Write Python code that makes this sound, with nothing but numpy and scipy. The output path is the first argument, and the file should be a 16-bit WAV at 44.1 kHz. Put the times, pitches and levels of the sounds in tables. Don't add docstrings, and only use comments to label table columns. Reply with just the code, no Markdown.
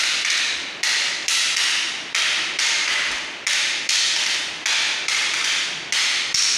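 import sys
import numpy as np
from scipy import signal
from scipy.fft import rfft, irfft, next_fast_len
from scipy.io import wavfile
from scipy.ndimage import uniform_filter1d, minimum_filter1d, map_coordinates

SR = 44100
rng = np.random.default_rng(int(sys.argv[2]) if len(sys.argv) > 2 else 0)


def log_audio(samples):
    frames = np.atleast_2d(samples).T
    limited = np.clip(frames, -1, 1)
    pcm = np.round(limited * 32767).astype(np.int16)
    wavfile.write(sys.argv[1], SR, pcm)


N = 289737


def amp(db):
    return 10 ** (np.asarray(db) / 20)


def unit(x):
    return x / np.sqrt(np.mean(x ** 2) + 1e-20)


def along(points, hz):
    knots_hz, values = np.transpose(points)
    return np.interp(np.log(hz + 1), np.log(knots_hz + 1), values)


def filtered(x, response):
    size = next_fast_len(len(x) + SR // 4)
    hz = np.fft.rfftfreq(size, 1 / SR)
    return irfft(rfft(x, size) * response(hz), size)[:len(x)]


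def causal(gain):
    cepstrum = irfft(np.log(np.maximum(gain, 1e-6)))
    half = len(cepstrum) // 2
    cepstrum[1:half] *= 2
    cepstrum[half + 1:] = 0
    response = irfft(np.exp(rfft(cepstrum)))
    return response / np.linalg.norm(response)


def add(track, at_s, sound):
    start = round(at_s * SR)
    sound = sound[max(-start, 0):]
    span = track[max(start, 0):][:len(sound)]
    span += sound[:len(span)]


def resonance(hz, centre_hz, half_width_hz):
    return 1 / (1 + ((hz - centre_hz) / half_width_hz) ** 2)


def rush(level_db=-37, waver_db=0.5, waver_hz=5):
    # (frequency [Hz], spectral density [dB])
    spectrum = [(20, -36), (36, -35), (52, -14), (70, -6.5), (95, -15), (130, -0.5), (240, 1), (320, 7.5),
                (450, 1.5), (650, 3), (1200, 1.5), (3000, 4), (7000, -23), (14000, -42)]
    knots = rng.standard_normal(int(N / SR * waver_hz) + 4)
    waver = map_coordinates(knots, [np.arange(N) * waver_hz / SR])
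    noise = unit(filtered(rng.standard_normal(N), lambda hz: amp(along(spectrum, hz))))
    return amp(level_db + waver_db * waver) * noise


def thuds_and_overload_thump():
    bass_bursts = [(.53, -44, 60, 0.36), (1.9, -54, 52, .6), (3.08, -43, 52, 0.51), (4.451, -52, 55, 0.49),
                   (5.719, -43, 160, 0.94), (6.343, -16, 110, 0.026)]
    track = np.zeros(N)
    t = np.arange(SR // 2) / SR
    for at_s, level_db, centre_hz, t60_s in bass_bursts:
        noise = rng.standard_normal(len(t))
        rumble = unit(filtered(noise, lambda hz: resonance(hz, centre_hz, 0.37 * centre_hz)))
        envelope = amp(level_db - 60 * t / t60_s) * (1 - np.exp(-20 * t / t60_s))
        add(track, at_s, envelope * rumble)
    return track


def hall_tail(build_s=0.025):
    # (frequency [Hz], t60 [s])
    decay_times = [(200, 1.48), (1000, 1.066), (2200, 1.297), (4000, 1.177), (6500, 1.016), (10000, 0.9),
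                   (14000, 0.52)]
    hz, t, noise_stft = signal.stft(rng.standard_normal(2 * SR), SR, nperseg=256)
    decay = amp(-60 * t / along(decay_times, hz)[:, None])
    _, tail = signal.istft(noise_stft * decay, SR, nperseg=256)
    return tail * (1 - np.exp(-np.arange(len(tail)) / SR / build_s))


def chatter(snap_t60_s=0.0055, ping_hz=2240, ping_db=-12, ping_decay_s=0.0044, size=1024):
    # (delay [s], level [dB])
    contacts = [(0, -1.5), (.0017, -1), (.0038, 6.5)]
    t = np.arange(size) / SR
    force = np.zeros(size)
    for delay_s, level_db in contacts:
        snap = rng.standard_normal(size) * amp(-60 * t / snap_t60_s)
        add(force, delay_s * rng.uniform(0.93, 1.15), amp(level_db + rng.normal()) * snap)
    ping = t * amp(-60 * t / ping_decay_s) * np.sin(2 * np.pi * ping_hz * t)
    return force / np.linalg.norm(force) + amp(ping_db) * ping / np.linalg.norm(ping)


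def stick_ring(knock_db, treble_db, rebound_s, rings, scatter_db=2.5, detune=0.019, rebound_gain=0.18):
    # (frequency [Hz], half width [Hz], level [dB])
    bending_modes = [(598, 6.7, -5.5), (889, 43, -5.5), (1344, 315, -4.5), (1835, 163, -4.5),
                     (2160, 47, -7), (2490, 580, -5.5), (3640, 450, -4.5), (4410, 170, -5),
                     (5370, 120, -23), (6310, 130, -7), (8910, 1660, -15.5)]
    # (frequency [Hz], spectral density [dB])
    crack_spectrum = [(60, -83), (300, -18.5), (1050, -12), (1900, 0.5), (4000, -0.5), (6550, -2),
                      (7000, -6), (7800, -12), (10000, -19.5), (11500, -38), (14000, -34)]
    hz = np.fft.rfftfreq(4096, 1 / SR)
    power = amp(along(crack_spectrum, hz)) ** 2
    for mode_hz, half_width_hz, level_db in bending_modes:
        gain = amp(level_db + scatter_db * rng.normal())
        centre_hz = mode_hz * (1 + detune * rng.normal())
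        power += (gain * resonance(hz, centre_hz, half_width_hz)) ** 2
    colour_db = along([(1100, knock_db), (2000, 0), (2800, 0), (6000, treble_db)], hz)
    for ring_hz, lift_db in rings:
        colour_db += lift_db * resonance(hz, ring_hz, 0.048 * ring_hz)
    comb = np.abs(1 + rebound_gain * np.exp(-2j * np.pi * hz * rebound_s))
    return causal(np.sqrt(power) * amp(colour_db) * comb)


def stick_clashes(direct_boost_db=20, second_lift_db=3):
    # (time [s], force [dB], low knock [dB], treble [dB], direct crack [dB], rebound [s],
    #  main ring [Hz], its lift [dB], second ring [Hz])
    clashes = [ (-0.045, -10, -4.5, -1, 7, .00143, 3980, 4.5, 2516),
               (0.2480, -12.5, -3.5, -5, 3, .00168, 2300, 2, 1460),
               (0.3006, -15.5, -7, 0.5, 8.5, .0005, 3900, 7, 2320),
               (0.8316, -9, -0.5, 0, 4, .00143, 1922, 6.5, 4300),
               (1.282, -8.5, -5, 2, 3.5, .0015, 1320, 7.5, 2870),
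               (1.5651, -8.5, -5, -2, 1, .00106, 2950, 3.5, 5400),
               (2.1466, -8.5, -1.5, -4.5, 3.5, .00158, 2130, 3, 3140),
               (2.5880, -8, -1, -1, 0.5, .00325, 2110, 5.5, 6700),
               (2.8766, -13, 3.5, -4.5, -3, .00065, 2046, 7.5, 2430),
               (3.114, -29, 8, 1, 6.5, .0017, 2046, -4, 2660),
               (3.4668, -9.5, -1.5, -1, 4.5, .00335, 3670, 3.5, 2110),
               (3.8907, -5.7, -5.5, 3, 5.5, .00158, 4260, 3, 3340),
               (4.1599, -17.5, 0.5, -0.5, 5, .00112, 3070, 7, 924),
               (4.2610, -19, -2.5, -2, 5, .00193, 3140, 1, 2010),
               (4.6572, -8.5, -1, -2, 3, .00122, 3540, 5, 2330),
               (5.0830, -11, -1, -1, 2.5, .00239, 2160, 4.5, 3320),
               (5.3369, -20, 1, -0.5, 4, .00085, 2350, 5, 1760),
               (5.4427, -13.5, -3, -1.5, 0, .00086, 3160, 5, 1570),
               (5.9239, -8, -3, -1.5, 2.5, .00095, 2050, 0.5, 3600),
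               (6.3434, -6.5, -5.5, 6.3, 6, .00074, 5600, 8.5, 4270), ]
    # (frequency [Hz], gain [dB])
    beam = [(2200, 1.5), (3300, -1), (5700, 6.5), (8500, 2.5)]
    # (delay [s], level re direct [dB])
    early_echoes = [(.006, -9), (.012, -7), (.033, -17), (0.048, -15), (.077, -8)]
    track = np.zeros(N)
    for at_s, force_db, knock_db, treble_db, crack_db, rebound_s, main_hz, lift_db, second_hz in clashes:
        direct = amp(crack_db + direct_boost_db) * filtered(chatter(), lambda hz: amp(along(beam, hz)))
        paths = hall_tail()
        add(paths, 0, direct)
        for delay_s, echo_db in early_echoes:
            add(paths, delay_s * rng.uniform(0.74, 1.08), amp(echo_db) * direct)
        rings = [(main_hz, lift_db), (second_hz, second_lift_db)]
        wood = stick_ring(knock_db, treble_db, rebound_s, rings)
        add(track, at_s, amp(force_db) * signal.fftconvolve(paths, wood))
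    return track


def scene():
    mono = stick_clashes() + thuds_and_overload_thump() + rush()
    return np.array([mono, mono])


def gain_control(x, threshold_db=-21.5, slope=0.79, headroom_db=7, ahead_s=0.0082, release_s=0.038):
    sensed = filtered(x, lambda hz: amp(along([(3500, 0), (5800, -3)], hz)))

    def level_db(window_s):
        power = uniform_filter1d(sensed ** 2, int(window_s * SR))
        return 10 * np.log10(np.abs(power) + 1e-12)

    over_db = np.maximum(level_db(window_s=0.014), level_db(window_s=0.0057) - headroom_db) - threshold_db
    cut_db = np.maximum(slope * over_db, 1e-3)
    age = np.arange(N) / SR / release_s
    cut_db = np.exp(np.maximum.accumulate(np.log(cut_db) + age) - age)
    ahead = int(ahead_s * SR)
    cut_db = -minimum_filter1d(-cut_db, ahead, origin=-(ahead // 2))
    return x * amp(-uniform_filter1d(cut_db, ahead))


def record(dry, ceiling=0.76, low_hz=32, top_hz=14200):
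    x = gain_control(dry[0])
    x = x / (1 + (x / ceiling) ** 6) ** (1 / 6)
    x = filtered(x, lambda hz: (hz < top_hz) * hz ** 4 / (hz ** 4 + low_hz ** 4))
    return np.array([x, x])


dry = scene()
out = record(dry)
log_audio(out)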